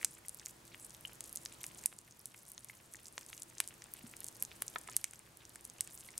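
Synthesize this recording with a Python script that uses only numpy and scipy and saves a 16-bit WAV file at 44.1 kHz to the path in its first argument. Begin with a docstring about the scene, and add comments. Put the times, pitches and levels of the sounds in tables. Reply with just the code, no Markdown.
"""A faint fizz over quiet room hum, then snaps and pops: a bowl of puffed cereal soaks in milk, close by.
Cell walls crack with bright snaps, freed air pockets give duller pops, and countless faint cracks fizz below.
A sizzle, a few ringing bubbles, a low thud and wet clunks are sums of short decaying modes or shaped noise.
Scatter spreads each crack, a wall echo and faint tail follow, and shaped noise with hum lines makes the room.
The recorder ducks at the loudest cracks and recovers slowly."""
import sys
import numpy as np
from scipy import signal
from scipy.fft import rfft, irfft
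from scipy.io import wavfile
from scipy.ndimage import uniform_filter1d

SR = 44100
rng = np.random.default_rng(int(sys.argv[2]) if len(sys.argv) > 2 else 0)


def transcribe(signal):
    """Save signal, clipped to [-1, 1], as a 16-bit WAV file at the path in sys.argv[1]."""
    frames = np.atleast_2d(signal).T
    limited = np.clip(frames, -1, 1)
    pcm = np.round(limited * 32767).astype(np.int16)
    wavfile.write(sys.argv[1], SR, pcm)


N = 273111


def from_db(db):
    """Decibels to amplitude."""
    return 10 ** (np.asarray(db) / 20)


def rms_one(x):
    """Scale to an RMS of 1."""
    return x / np.sqrt(np.mean(x ** 2) + 1e-20)


def at_hz(points, hz):
    """Read a spectrum curve, straight between its points on a log frequency axis."""
    point_hz, point_db = np.transpose(points)
    return np.interp(np.log(hz + 1), np.log(point_hz), point_db)


def drift(rate_hz):
    """Random wavering with RMS 1, slow or rough by its rate: noise through two equal one-pole lowpasses."""
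    r = np.exp(-2 * np.pi * rate_hz / SR)
    noise = rng.standard_normal(N + SR)
    settled = signal.lfilter([1], [1, -2 * r, r * r], noise)[SR:]
    return rms_one(settled)


def room():
    """Broad noise from rumble into hiss, wide in the middle range, with wavering hum lines."""
    # background noise spectrum, ending sharply near 16 kHz, relative: hz, level_db_per_hz
    room_curve = [(24, -10.5), (124, 1.5), (334, -4), (800, -8.5), (920, -7.5), (1370, -11), (4000, -15),
                  (9000, -15), (13000, -22), (15700, -21.5), (16200, -47)]
    # stereo width of the noise: hz, side_minus_mid_db
    width_curve = [(100, -18), (400, -4), (1100, 0.5), (8000, -7)]
    # hum lines: line_hz, centre_level_db_rms, waver_rate_hz
    hum_lines = [(59, -75.5, 4.6), (118.9, -72.5, 5.9), (335.2, -73.5, 3.8)]
    noise_db_rms = -58

    hz = np.arange(N // 2 + 1) * SR / N
    mid, side = rfft(rng.standard_normal((2, N))) * from_db(at_hz(room_curve, hz))
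    mid = irfft(mid, N)
    side = irfft(side * from_db(at_hz(width_curve, hz)), N)
    sound = from_db(noise_db_rms) * rms_one(mid + side * [[1], [-1]])
    t = np.arange(N) / SR
    for line_hz, level_db, waver_hz in hum_lines:
        level = np.sqrt(2) * from_db(level_db + 2.1 * drift(waver_hz))
        sound = sound + level * np.sin(2 * np.pi * line_hz * t + 1.06 * drift(waver_hz))
    return sound


def cracks(rows, rise_ms, unlike, low_hz, count, size, scatter_db=-26.0, rise_per_ms=0, ragged=1):
    """Each crack rings a few modes of its own grain for a moment; the heap and bowl around it scatter the sound.

    rows: start_s, peak_db before echoes and ducking, centre_hz, ring_ms, spread_octaves each way.
    unlike: how far left and right scatter differ; ragged: largest random start phase in turns.
    """
    top_hz = 14040   # treble rolls off above this
    start_s, peak_db, hz, ring_ms, octaves = np.transpose(rows)
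    ms = np.arange(size) * 1000 / SR

    chance = rng.random((len(start_s), 2, count))
    steps = 2 * (np.arange(count) + chance[:, 0]) / count - 1   # modes cover the spread evenly
    modes_hz = np.clip(hz[:, None] * 2 ** (octaves[:, None] * steps), 50, SR / 2.5)
    turns = modes_hz[..., None] * ms * (1 + rise_per_ms * ms) / 1000   # pitch climbs at twice rise_per_ms
    start_turns = ragged * chance[:, 1, :, None]   # a clean break starts all modes in step
    rings = np.sin(2 * np.pi * (turns + start_turns))
    wave = (rings * from_db(-7 * steps ** 2)[..., None]).sum(axis=1)   # strongest near the centre
    wave = wave * (1 - np.exp(-ms / rise_ms)) * np.exp(-ms / ring_ms[:, None])

    paths = rng.standard_normal((len(start_s), 3, size))   # one shared path, then left and right
    scatter = from_db(scatter_db - 4.36 * ms) * (ms > .2) * (paths[:, :1] + unlike * paths[:, 1:])
    # the direct sound sits a little left or right
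    scatter[..., 0] = from_db(1.2 * paths[:, :1, 0] * [1, -1] / 2)
    heard = signal.fftconvolve(wave[:, None], scatter, axes=2)[..., :size]
    band = signal.butter(2, [low_hz, top_hz], "band", fs=SR, output="sos")
    heard = signal.sosfilt(band, heard)   # small things radiate no bass
    heard = heard * (from_db(peak_db) / np.abs(heard).max(axis=(1, 2)))[:, None, None]

    at = (np.round(start_s * SR).astype(int)[:, None] + np.arange(size)).ravel()
    return np.array([np.bincount(at, heard[:, side].ravel(), N + SR)[:N] for side in range(2)])


def chance_rows(count, mean_db, spread_db, top_db, hz, octaves, ring_ms, swell_db):
    """Cracks at random moments: in clumps of four, many faint, few strong, louder while the fizz swells."""
    clump_s = 0.012   # small cracks set each other off within about this time
    u, g = rng.random((count, 2)), rng.standard_normal((count, 3))
    clumps = rng.random(count // 4)[np.arange(count) % (count // 4)]
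    start_s = (clumps * N / SR - clump_s * np.log(1 - u[:, 0])) % (N / SR)
    level_db = mean_db - spread_db * np.log(1 - u[:, 1]) + swell_db[(start_s * SR).astype(int)]
    pitch_hz = hz * 2 ** (octaves * g[:, 0])
    rings_ms = ring_ms * 2 ** (0.44 * g[:, 1])
    spread_octaves = 0.45 * 2 ** (0.69 * g[:, 2])
    return np.transpose([start_s, np.minimum(level_db, top_db), pitch_hz, rings_ms, spread_octaves])


def fizz():
    """Small cracks come in clumps, most of them bright, a few dull."""
    # vigour of the fizz, a base for the crack levels: time_s, level_db
    vigour = [(0.0, -55.5), (0.64, -60.5), (1.36, -59), (1.83, -59), (1.95, -59.5), (3.05, -57),
              (4.0, -62.5), (4.36, -56), (5.1, -64), (5.35, -69), (5.8, -55)]
    swell_db = np.interp(np.arange(N) / SR, *np.transpose(vigour)) + 4.5 * drift(14)
    bright = chance_rows(count=2000, mean_db=5.5, spread_db=5.0, top_db=-36.5, hz=9100, octaves=0.27,
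                         ring_ms=0.4, swell_db=swell_db)
    dull = chance_rows(count=240, mean_db=11.5, spread_db=6.0, top_db=-46.5, hz=2740, octaves=0.43,
                       ring_ms=0.46, swell_db=swell_db)
    bright = cracks(bright, rise_ms=0.064, unlike=0.15, low_hz=298, count=6, size=200)
    dull = cracks(dull, rise_ms=0.11, unlike=0.35, low_hz=304, count=3, size=160)
    return bright + dull


def pops():
    """Air pockets open: duller cracks whose modes lie closer together the fainter they are."""
    # air pockets opening: start_s, peak_db, centre_hz, ring_ms
    pop_rows = [(0.0134, -40, 2150, 0.86), (0.0296, -32.5, 2200, 0.69), (0.047, -23.5, 2280, 2.2),
                (0.2497, -42, 2250, 1.3), (0.4682, -38, 2020, 0.87), (0.7455, -31, 2530, 0.32),
                (1.207, -36, 2650, 0.24), (1.459, -37.5, 1980, 0.46), (1.6414, -31, 2400, 0.35),
                (1.8585, -33, 2420, 0.94), (1.927, -32, 1860, 0.14), (2.345, -33.5, 2030, 0.36),
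                (2.5794, -29, 3540, 0.11), (3.1795, -19, 1980, 0.11), (3.301, -42, 1560, 0.19),
                (3.3302, -27.5, 2500, 0.19), (3.6027, -16, 2320, 0.24), (3.708, -38, 2300, 0.37),
                (3.821, -40.5, 2030, 1), (4.1378, -34.5, 2120, 0.41), (4.4244, -28, 2120, 0.081),
                (4.516, -37.5, 2570, 0.17), (4.6216, -19.5, 2480, 0.074), (4.8751, -37.5, 2100, 0.4),
                (4.966, -29, 2350, 0.53), (5.0424, -23, 2430, 1.4), (5.1348, -37.5, 2050, 0.34),
                (5.808, -30, 2310, 0.9), (6.0874, -41.5, 3970, 0.5)]
    octaves, doubles_db = 0.6, 22   # mode spread of a 0 dB pop; it doubles per this many dB
    rows = [(s, db, hz, ring, octaves * 2 ** (db / doubles_db)) for s, db, hz, ring in pop_rows]
    return cracks(rows, rise_ms=0.14, unlike=1.13, low_hz=278, count=14, size=800, ragged=0.25)


def snaps():
    """Cell walls break: bright, near-clean cracks that tend to ring longer when fainter."""
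    # loud cracks of cell walls: start_s, peak_db, centre_hz
    snap_rows = [(0.0292, -32, 8150), (0.047, -1.5, 8150), (0.284, -18, 9650), (0.294, -18.5, 9300),
                 (0.3458, -26.5, 10800), (0.397, -29, 6200), (0.46, -18.5, 7080), (0.4675, -30.5, 6700),
                 (0.8476, -25, 9200), (0.896, -34, 8630), (0.9063, -30.5, 7200), (1.074, -31.5, 8280),
                 (1.0793, -34.5, 8050), (1.207, -19, 8200), (1.2405, -26.5, 8100), (1.328, -24.5, 10700),
                 (1.3545, -26, 9000), (1.3589, -17.5, 10160), (1.3722, -21, 7200), (1.452, -22.5, 8750),
                 (1.4593, -21.5, 5170), (1.633, -23.5, 9500), (1.6405, -25, 6630), (1.666, -23, 9000),
                 (1.6896, -37, 8830), (1.7744, -37, 9050), (1.838, -28, 8100), (1.8595, 1, 9700),
                 (1.9879, -23, 8070), (2.1938, -30, 11100), (2.257, -16, 9400), (2.5179, -25.5, 10600),
                 (2.579, -26.5, 6100), (2.6457, -24, 10400), (2.6867, -31.5, 6900), (2.938, -23, 8950),
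                 (2.956, -28, 7600), (3.0567, -28, 5870), (3.0686, -28.5, 7300), (3.083, -27, 7900),
                 (3.1808, -22.5, 7000), (3.2642, -27.5, 8600), (3.378, -26, 7300), (3.421, -20, 7400),
                 (3.4325, -23.5, 9500), (3.583, -23.5, 6630), (3.6026, -6, 9100), (3.676, -20, 8740),
                 (3.6874, -26, 8400), (3.8209, -30, 6100), (3.841, -28.5, 8500), (3.9378, -18.5, 11700),
                 (4.1671, -27, 8300), (4.2047, -25.5, 10600), (4.244, -19, 9200), (4.266, -26.5, 8340),
                 (4.2848, -21, 8100), (4.4074, -38, 7360), (4.4247, -8.5, 11240), (4.435, -26, 10200),
                 (4.4505, -24, 7160), (4.6216, -14.5, 10350), (4.6806, -20.5, 7100), (4.7846, -26.5, 8250),
                 (4.814, -33.5, 8900), (4.877, -31, 7840), (4.898, -30.5, 7160), (4.966, -1, 9740),
                 (5.0132, -29.5, 11400), (5.0424, -7.5, 7900), (5.1103, -28, 8700), (5.1351, -27.5, 8000),
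                 (5.1927, -28, 9000), (5.372, -30, 10200), (5.4528, -29.5, 6560), (5.4944, -31, 9700),
                 (5.558, -25.5, 8630), (5.6518, -20.5, 9400), (5.6993, -26.5, 7460), (5.808, -7.5, 8750),
                 (5.8747, -26, 8180), (5.9763, -29.5, 7100), (5.989, -35, 9540), (6.008, -27.5, 8100),
                 (6.179, -15, 8550)]
    ring_ms, halves_db = 0.17, 60   # typical ring of a 0 dB snap; it halves per this many dB upward
    octaves, ring_scatter = 0.2, 0.3   # spread of modes; chance in the ring, in doublings
    peak_db = np.array(snap_rows)[:, 1]
    doublings = ring_scatter * rng.standard_normal(len(snap_rows)) - peak_db / halves_db
    rows = [(*row, ring, octaves) for row, ring in zip(snap_rows, ring_ms * 2 ** doublings)]
    return cracks(rows, rise_ms=0.026, unlike=0.86, low_hz=3120, count=10, size=400, ragged=0.085)


def sizzle():
    """Air escapes from one grain: a short rough hiss that swells and fades."""
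    # hiss band: its low and high edge [Hz]
    band_hz = [7600, 10200]
    start_s, length_s, level_db = 0.789, 0.09, -52.5   # level before swell and roughness
    phase = np.clip((np.arange(N) / SR - start_s) / length_s, 0, 1)
    band = signal.butter(2, band_hz, "band", fs=SR, output="sos")
    hiss = rms_one(signal.sosfilt(band, rng.standard_normal(N)))
    return from_db(level_db + 4.8 * drift(160)) * np.sin(np.pi * phase) * hiss


def bubbles():
    """Each bubble rings on one note that climbs slightly as it dies away."""
    # ringing bubbles: start_s, peak_db, start_hz, ring_ms
    bubble_rows = [(1.051, -27.5, 2930, 1.6), (2.698, -31.5, 2090, 1.2), (2.9463, -35, 1780, 1.2),
                   (5.558, -37, 1830, 0.82), (6.0873, -41.5, 2100, 3.5)]
    return cracks([(*row, 0) for row in bubble_rows], rise_ms=0.16, unlike=1, low_hz=300, count=1,
                  size=800, scatter_db=-23.0, rise_per_ms=0.0067)


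def thud():
    """A faint low knock: two slow-starting modes."""
    # modes of the knock: start_s, peak_db, mode_hz, ring_ms
    thud_rows = [(4.0374, -42.5, 232, 13), (4.0385, -51.5, 132, 12)]
    return cracks([(*row, 0) for row in thud_rows], rise_ms=2.4, unlike=0.27, low_hz=62.7, count=1,
                  size=3000, ragged=0)


def clunks():
    """Dull wet knocks excite the bowl's modes, wide in the stereo field."""
    # knocks on the bowl: start_s, level_db added to every mode
    clunk_rows = [(4.759, -31), (4.8868, -42)]
    # bowl modes under the milk: mode_hz, relative_peak_db, ring_ms
    bowl_modes = [(407, -13.5, 2.4), (730, -7, 4.6), (1000, -3, 4.1), (1287, 1.5, 3.9), (1720, 1, 2.4),
                  (2230, -3.5, 1.7), (3520, -2, 0.48)]
    rows = [(s, db + mode_db, hz, ring, 0) for s, db in clunk_rows for hz, mode_db, ring in bowl_modes]
    return cracks(rows, rise_ms=0.11, unlike=3.3, low_hz=302, count=1, size=1200, ragged=0.41)


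def echo_and_tail(x):
    """The direct sound, a smeared wall echo and a faint decaying noise tail, partly different on each side."""
    # wall echo: delay_ms, level_db at the centre of its noise burst
    echo_rows = [(8.76, -38)]
    wall_cut_hz = 9900   # the tail is duller than the crack
    ms = np.arange(SR // 3) * 1000 / SR
    shared, own = rng.standard_normal(len(ms)), rng.standard_normal((2, len(ms)))
    response = from_db(-49.0 - 0.21 * ms) * (ms > 3.0) * (shared + 0.6 * own)
    response = signal.lfilter(*signal.butter(2, wall_cut_hz, fs=SR), response)
    response[:, 0] = 1   # direct sound
    for delay_ms, level_db in echo_rows:   # smeared over a fraction of a ms
        response += from_db(level_db - 15.0 * np.abs(ms - delay_ms)) * (shared + 0.14 * own)
    return signal.fftconvolve(x, response, axes=1)[:, :N]


def scene():
    """Cereal with its echo and tail, over the thud and room noise."""
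    grains = fizz() + pops() + snaps() + sizzle() + bubbles() + clunks()
    return room() + echo_and_tail(grains) + thud()


def record(dry):
    """A peak over the ceiling pulls the gain down, gliding in just ahead; it creeps back and the top is cut."""
    ceiling_db, recovery_db_per_s = -6.5, 2
    half_glide_ms, cutoff_hz = 0.55, 17162   # cutoff is where the lowpass reaches 60 dB down
    climb = recovery_db_per_s * np.arange(N) / SR
    over = 20 * np.log10(np.abs(dry).max(axis=0) + 1e-9) - ceiling_db
    duck_db = np.maximum(np.maximum.accumulate(over + climb) - climb, 0)
    ahead = int(half_glide_ms * SR / 1000) + 1
    # the averaging window looks only forward
    duck_db = uniform_filter1d(duck_db, 2 * ahead, origin=-ahead, mode="nearest")
    lowpass = signal.cheby2(12, 60, cutoff_hz, fs=SR, output="sos")
    return signal.sosfilt(lowpass, dry * from_db(-duck_db))


dry = scene()
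out = record(dry)
transcribe(out)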